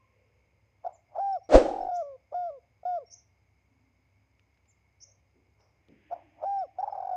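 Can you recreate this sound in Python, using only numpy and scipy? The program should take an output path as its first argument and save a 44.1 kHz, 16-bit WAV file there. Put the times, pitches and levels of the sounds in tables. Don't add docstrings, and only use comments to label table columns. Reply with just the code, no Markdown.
import sys
import numpy as np
from scipy import signal
from scipy.fft import rfft, irfft, next_fast_len
from scipy.io import wavfile
from scipy.ndimage import map_coordinates

SR = 44100
rng = np.random.default_rng(int(sys.argv[2]) if len(sys.argv) > 2 else 0)


def int16_out(signal):
    q = np.round(np.clip(np.atleast_2d(signal).T, -1, 1) * 32767)
    wavfile.write(sys.argv[1], SR, q.astype(np.int16))


N = 315756
T = np.arange(N) / SR


def amp(db):
    return 10 ** (np.asarray(db) / 20)


def unit(x):
    return x / np.sqrt(np.mean(x ** 2) + 1e-20)


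def along(points, hz):
    freqs, values = np.transpose(points)
    return np.interp(np.log(hz + 1), np.log(freqs), values)


def wobble(rate):
    return map_coordinates(rng.standard_normal(int(N * rate / SR) + 4), [T * rate])


def filtered(x, gain):
    size = next_fast_len(N + SR // 2)
    return irfft(rfft(x, size) * gain(np.fft.rfftfreq(size, 1 / SR)), size)[:N]


def noise(spectrum):
    return unit(filtered(rng.standard_normal(N), lambda hz: amp(along(spectrum, hz))))


def band(centre_hz, octaves):
    bell = lambda hz: np.exp(-.5 * (np.log2((hz + 1) / centre_hz) / octaves) ** 2)
    return unit(filtered(rng.standard_normal(N), bell))


def sine(pitch):
    return np.sin(2 * np.pi * np.cumsum(pitch) / SR)


def ramp(length):
    return np.linspace(0, 1, int(length * SR))


def decay(t, t60):
    return np.exp(-np.log(1000) * t / t60)


def gate(t, length, attack, release):
    return np.sin(np.pi / 2 * np.clip(np.minimum(t / attack, (length - t) / release), 0, 1)) ** 2


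def surge(s, rise, hold, t60, bend=2):
    return np.exp(-(np.maximum(s - T, 0) / rise) ** bend) * decay(np.maximum(T - s - hold, 0), t60)


def add(track, s, sound):
    part = track[max(round(s * SR), 0):][:len(sound)]
    part += sound[:len(part)]


# (frequency [Hz], relative level [dB])
AIR_COLOUR = [(25, -26.5), (42, -12.5), (60, 1), (110, 7), (150, -3.5), (260, -7.5), (450, -11), (900, -11),
              (1500, -20.5), (2400, -14.5), (3300, -28), (6800, -31), (8500, -38), (15000, -39.5)]
# (pitch [Hz], level [dB])
HUM_TONES = [(66.5, -77.5), (98, -76.5)]
# (centre [Hz], width [octaves], level [dB])
INSECT_BANDS = [(2178, .06, -82), (5000, .05, -94), (6437, .06, -95.5)]
def ambient_bed(air_db=-72.5, drift_rad=.14, throb_hz=10.4, throb_db=3.5, shimmer_db=1):
    throb = throb_db * np.sin(2 * np.pi * throb_hz * T)
    hum = np.zeros(N)
    for k, (hz, db) in enumerate(HUM_TONES):
        tone = np.sqrt(2) * np.sin(2 * np.pi * hz * T + drift_rad * wobble(32))
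        hum += amp(db + (-1) ** k * throb) * tone
    insects = sum(amp(db + shimmer_db * wobble(25)) * band(hz, octaves)
                  for hz, octaves, db in INSECT_BANDS)
    return hum + insects + amp(air_db) * noise(AIR_COLOUR)


def cricket(tick_hz=5100, period_s=.192, spacing_s=.036, tick_s=.0044, level_db=-81):
    out = np.zeros(N)
    progress = ramp(tick_s)
    for group in np.arange(.09, N / SR, period_s):
        for k, (accent, detune) in enumerate(rng.standard_normal((3, 2))):
            pitch = tick_hz * (1 + .015 * detune - .06 * (progress - .5))
            envelope = amp(level_db + 2 * accent) * np.sin(np.pi * progress)
            add(out, group + k * spacing_s, envelope * sine(pitch))
    return out


# (peak time [s], rise [s], t60 [s], centre [Hz], width [octaves], level [dB])
TONE_AND_RUSTLE_CUES = [(0, .02, 0.69, 1056, 0.04, -70), (.219, 0.17, 2.5, 497, 0.2, -74),
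                        (.2, .35, 3.1, 2300, .25, -82), (3.75, 0.089, 3.45, 257, 0.11, -76.5),
                        (5.09, .046, 0.83, 588.4, .22, -73.5), (5.38, 0.034, 0.69, 327.3, 0.49, -69),
                        (5.61, .021, 0.7, 600, .7, -69.5), (5.61, 0.015, 0.46, 5390, 0.12, -75),
                        (5.892, 0.0098, 0.58, 213.3, 0.8, -57.5), (6.08, 0.19, 3.6, 2104, 0.36, -71),
                        (6.302, 0.38, 2.8, 311, 0.16, -69.5)]
def far_tone_and_rustles():
    return sum(amp(db) * surge(s, rise, 0, t60) * band(hz, octaves)
               for s, rise, t60, hz, octaves, db in TONE_AND_RUSTLE_CUES)


# (time [s], level [dB])
SNAP_CUES = [(4.3949, -62), (4.544, -72), (4.5742, -68), (4.657, -68.5), (5.605, -66), (5.8851, -65)]
def stalk_snaps(t60=.014):
    envelope = np.zeros(N)
    t = np.arange(SR // 20) / SR
    for s, db in SNAP_CUES:
        add(envelope, s, amp(db) * decay(t, t60))
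    return envelope * band(2200, .8)


# (frequency [Hz], t60 [s])
FIELD_DECAY = [(300, 0.62), (750, .4), (2000, .22), (6000, .24), (10000, 0.05)]
def field_reverb(x, build_s=.022):
    hz, t, spectra = signal.stft(rng.standard_normal(SR // 2), SR, nperseg=256)
    tail = signal.istft(spectra * decay(t, along(FIELD_DECAY, hz)[:, None]), SR, nperseg=256)[1]
    tail *= 1 - np.exp(-np.arange(len(tail)) / SR / build_s)
    return signal.fftconvolve(x, tail / np.linalg.norm(tail))[:N]


# (time [s], level [dB])
CHIRP_CUES = [(.925, -68), (4.676, -69)]
# (time [s], sweeps [count, rounded in use], spacing [s], top pitch [Hz], mid level [dB],
# afternote level [dB], top edge level [dB])
SPUTTER_CUES = [(1.952, 1.7, 0.009, 7670, -55, -77, -80.5), (3.1, 3.5, 0.011, 6930, -51.5, -61.5, -80),
                (5.002, 3.6, .0095, 6660, -53.5, -65, -100)]
# (time [s], length [s], pitch [Hz], level [dB])
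PEEP_CUES = [(1.323, 0.017, 5375, -56.5), (1.43, .038, 5620, -68.5), (1.801, 0.036, 5330, -66.5),
             (3.056, .045, 5540, -64.5), (5.113, 0.015, 6440, -63), (6.582, .027, 5370, -63),
             (6.796, 0.017, 5580, -69), (6.902, 0.026, 5230, -70.5)]
def small_birds(sweep_from_hz=4980, scatter_hz=180, grow_db=4.5, sizzle_db=-4.5):
    out, drift = np.zeros(N), wobble(500)
    sizzle, top_edge = band(5630, .11), band(8800, .07)

    def whistle(s, pitch, db, waver=.022):
        pitch = pitch * (1 + waver * drift[round(s * SR):][:len(pitch)])
        envelope = np.sin(np.linspace(0, np.pi, len(pitch)))
        add(out, s, np.sqrt(2) * amp(db) * envelope * sine(pitch))

    for s, db in CHIRP_CUES:
        from_crest = (ramp(.05) - .33) / .67
        whistle(s, 7250 - 1600 * from_crest ** 2, db)
    for s, sweeps, spacing, top_hz, db, after_db, edge_db in SPUTTER_CUES:
        sweep = sweep_from_hz + (top_hz - sweep_from_hz) * ramp(.014)
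        for k in range(round(sweeps)):
            pitch = sweep + scatter_hz * rng.standard_normal()
            whistle(s + k * spacing, pitch, db + grow_db * (k - sweeps / 2))
        whistle(s + .069, 6400 - 1150 * ramp(.032), after_db)
        burst = surge(s + (sweeps - 1) * spacing, rise=.016, hold=0, t60=.08)
        out += burst * (amp(db + sizzle_db) * sizzle + amp(edge_db) * top_edge)
    for s, length, hz, db in PEEP_CUES:
        whistle(s, np.full(int(length * SR), hz), db, waver=.006)
    return out


# (frequency [Hz], relative level [dB])
BODY_COLOUR = [(25, -17), (90, -27), (180, -27.5), (245, -12), (320, -1.5), (420, -7), (530, 1),
               (650, -5.5), (820, -14), (1000, -29), (2000, -80.5)]
# (frequency [Hz], relative level [dB])
HISS_COLOUR = [(450, -30.5), (660, 8.5), (810, 11), (930, -1), (1300, -1), (2000, -8.5), (3000, -12.5),
               (5500, -16), (7000, -20.5), (8800, -24.5), (9600, -50.5), (15000, -66.5)]
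def swish(start_s=1.4897, peak_s=1.56, end_s=1.876, swell_db=29, release_s=.018):
    before_peak = np.clip((peak_s - T) / (peak_s - start_s), 0, 1) ** 1.6
    fade = np.clip((T - peak_s) / (end_s - peak_s), 0, 1) ** .65
    window = gate(T - start_s, end_s + release_s - start_s, attack=.0017, release=release_s)
    body = amp(-12.5 - 36.5 * fade) * noise(BODY_COLOUR)
    hiss = amp(-21.5 - 42.5 * fade) * noise(HISS_COLOUR)
    rumble = amp(-42 - 18 * fade) * band(24, .59)
    return window * amp(-swell_db * before_peak) * (body + hiss + rumble)


# (time [s], pitch [Hz], gain [dB], t60 [s])
KNOCK_CUES = [(1.5438, 640, -2.5, .04), (1.5543, 530, 0, .035), (1.5604, 560, -4, .014)]
def knocks(thump_s=1.5615, thump_width_s=.0052, thump_gain_db=-8, attack_s=.00064):
    offset = (T - thump_s) / thump_width_s
    out = -amp(thump_gain_db) * offset * np.exp(-.5 * offset ** 2)
    t = np.arange(SR // 8) / SR
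    for s, hz, db, t60 in KNOCK_CUES:
        envelope = decay(t, t60) * (1 - np.exp(-t / attack_s))
        add(out, s, amp(db) * envelope * np.sin(2 * np.pi * hz * t))
    return out


# (frequency [Hz], relative level [dB])
THROAT_COLOUR = [(250, -50), (450, -23.5), (590, 3), (780, 2.5), (900, -5), (1050, -12.5), (1450, -28),
                 (2000, -41.5), (4000, -53), (5400, -48), (7000, -58.5), (9000, -69.5)]
# (peak time [s], rise [s], hold [s], t60 [s], level before trim [dB])
RASP_CUES = [(0.851, .007, 0.0039, 0.25, -38.5), (1.172, 0.024, 0.027, 0.06, -38.5),
             (2.329, .005, 0.0049, .07, -39), (6.12, .009, 0.0039, .3, -40),
             (6.441, 0.027, 0.0079, 0.049, -36), (6.817, 0.023, 0.29, 0.49, -44.5)]
def rasp(rough_db=3, trim_db=-1):
    envelope = sum(amp(db) * surge(s, rise, hold, t60, bend=1.1) for s, rise, hold, t60, db in RASP_CUES)
    breath = unit(noise(THROAT_COLOUR) * amp(rough_db * wobble(130)))
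    return amp(trim_db) * envelope * breath


# (frequency [Hz], level against the fundamental before trim [dB])
OVERTONE_COLOUR = [(900, -25.5), (1150, -20), (1430, -31.5), (1600, -37.5), (1800, -41), (2200, -40.5),
                   (3000, -50.5), (3600, -38.5), (4100, -51.5), (4900, -39.5), (5500, -37), (6200, -56),
                   (7500, -58), (9000, -72.5)]
# (frequency [Hz], relative level [dB])
BREATH_COLOUR = [(350, -24.5), (600, 4.5), (900, 6.5), (1250, 0.5), (1700, 2.5), (2300, -8.5), (3100, -7),
                 (4000, -8.5), (5400, -3), (6500, -8), (7800, -15), (9000, -33)]
def voice(pitch, blur_rad, hiss_db, high_trim_db=-9):
    n = len(pitch)
    phase = 2 * np.pi * np.cumsum(pitch) / SR
    jitter = blur_rad * signal.resample(rng.standard_normal(n // 100 + 2), n)
    tone = np.sin(phase)
    for k in range(2, 10):
        db = along(OVERTONE_COLOUR, k * pitch) + high_trim_db * (k > 2)
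        tone += amp(db) * np.sin(k * phase + (k - 1) * jitter)
    colour = amp(along(BREATH_COLOUR, np.fft.rfftfreq(n, 1 / SR)))
    hiss = unit(irfft(rfft(rng.standard_normal(n)) * colour, n))
    return np.sqrt(2) * tone + amp(hiss_db) * hiss


def pip(length, hz, db, glide, release, droop_db):
    t = np.arange(int((length + release / 2) * SR)) / SR
    from_middle = t / length - .5
    tone = voice(hz * (1 + glide * from_middle), blur_rad=.22, hiss_db=-45)
    return gate(t, t[-1], attack=.004, release=release) * amp(db - droop_db * from_middle) * tone


# (time [s], length [s], pitch [Hz], level [dB])
CLUCK_CUES = [(.846, .012, 720, -35.5), (0.862, 0.015, 702, -29), (1.155, 0.02, 799, -38),
              (1.18, 0.017, 672, -29), (2.322, 0.018, 589, -38.5), (2.831, .007, 665, -44),
              (6.11, 0.013, 698, -36.5), (6.123, 0.018, 702.5, -30.5), (6.425, 0.018, 632, -35),
              (6.442, 0.0092, 697, -30.5), (6.784, 0.028, 752, -30), (6.826, 0.019, 804, -26.9),
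              (6.874, 0.014, 813, -29.5)]
def clucks():
    out = np.zeros(N)
    for s, length, hz, db in CLUCK_CUES:
        add(out, s, pip(length, hz, db, glide=.13, release=.006, droop_db=2))
    return out


# (first pulse [s], last pulse [s], pulses [count], quickening [ratio], first pitch [Hz],
# last pitch [Hz], level [dB])
TRILL_CUES = [(1.657, 1.885, 11, .2, 800, 722, -30.2), (6.923, 7.111, 9, .15, 780, 738, -31.2)]
def trills(pulse_s=.013, last_pulse_s=.025, scatter_db=.6, pitch_scatter=.017):
    out = np.zeros(N)
    for first, last, pulses, quicken, first_hz, last_hz, db in TRILL_CUES:
        for progress in np.linspace(0, 1, pulses):
            s = first + (last - first) * (progress + quicken * progress * (1 - progress))
            length = last_pulse_s if progress == 1 else pulse_s
            level = db - scatter_db * rng.standard_normal()
            hz = first_hz + (last_hz - first_hz) * progress
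            hz *= 1 + pitch_scatter * rng.standard_normal()
            add(out, s, pip(length, hz, level, glide=.05, release=.007, droop_db=4.5))
    return out


# (time [s], length before the break [s], crest delay [s], crest pitch [Hz], mid level [dB],
# fade [dB/s], tail length [s], tail end pitch [Hz], tail level [dB])
HOOT_CUES = [(1.195, .18, 0.06, 795.4, -29, -5, 0.024, 404, -47.5),
             (1.911, 0.12, .005, 714, -30, -5.5, 0.14, 495, -41.5),
             (2.341, 0.17, .04, 715.6, -32, 27, 0.087, 450, -45.5),
             (2.851, 0.14, 0.033, 723.3, -29.6, 11.5, 0.059, 372, -46),
             (6.453, 0.19, 0.062, 797.6, -30, -2, 0.025, 397, -43),
             (7.131, 0.12, 0.0078, 730.6, -33.5, 18, .02, 500, -46)]
def hoots(scoop_s=.0053, slump_s=.014, slump_db=-5.5, break_s=.006, low_hz=575, tail_fade_db=7):
    out = np.zeros(N)
    waver, flutter_db = 1 + .0045 * wobble(220), .25 * wobble(45)
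    for s, length, crest, hz, db, fade, tail, end_hz, tail_db in HOOT_CUES:
        on = (T >= s) & (T < s + length + tail)
        t = T[on] - s
        arch = 4.4 * (t - crest) ** 2
        scoop = np.exp(-t / scoop_s)
        slump = np.exp(np.minimum(t - length, 0) / slump_s)
        high_hz = hz * (1 - arch - .081 * scoop - .15 * slump)
        high_db = db - fade * (t - length / 2) + slump_db * slump
        fall = np.clip((t - length) / tail, 0, 1) ** 2.1
        low = np.clip((t - length) / break_s + .5, 0, 1)
        pitch = (1 - low) * high_hz + low * (low_hz + (end_hz - low_hz) * fall)
        level = (1 - low) * high_db + low * (tail_db - tail_fade_db * fall) + flutter_db[on]
        tone = voice(pitch * waver[on], blur_rad=.11, hiss_db=-45.5)
        out[on] += gate(t, length + tail, attack=.0045, release=.016) * amp(level) * tone
    return out


def scene(near_send_db=-35, far_send_db=-11):
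    near = hoots() + clucks() + trills() + rasp()
    far = small_birds()
    wet = field_reverb(amp(near_send_db) * near + amp(far_send_db) * far)
    impact = swish() + knocks()
    background = far_tone_and_rustles() + stalk_snaps() + cricket() + ambient_bed()
    return (near + far + wet + impact + background)[None]


def record(dry, cutoff_hz=15400):
    clipped = dry[0] / (1 + np.abs(dry[0]) ** 8) ** (1 / 8)
    return filtered(clipped, lambda hz: hz < cutoff_hz)[None]


dry = scene()
out = record(dry)
int16_out(out)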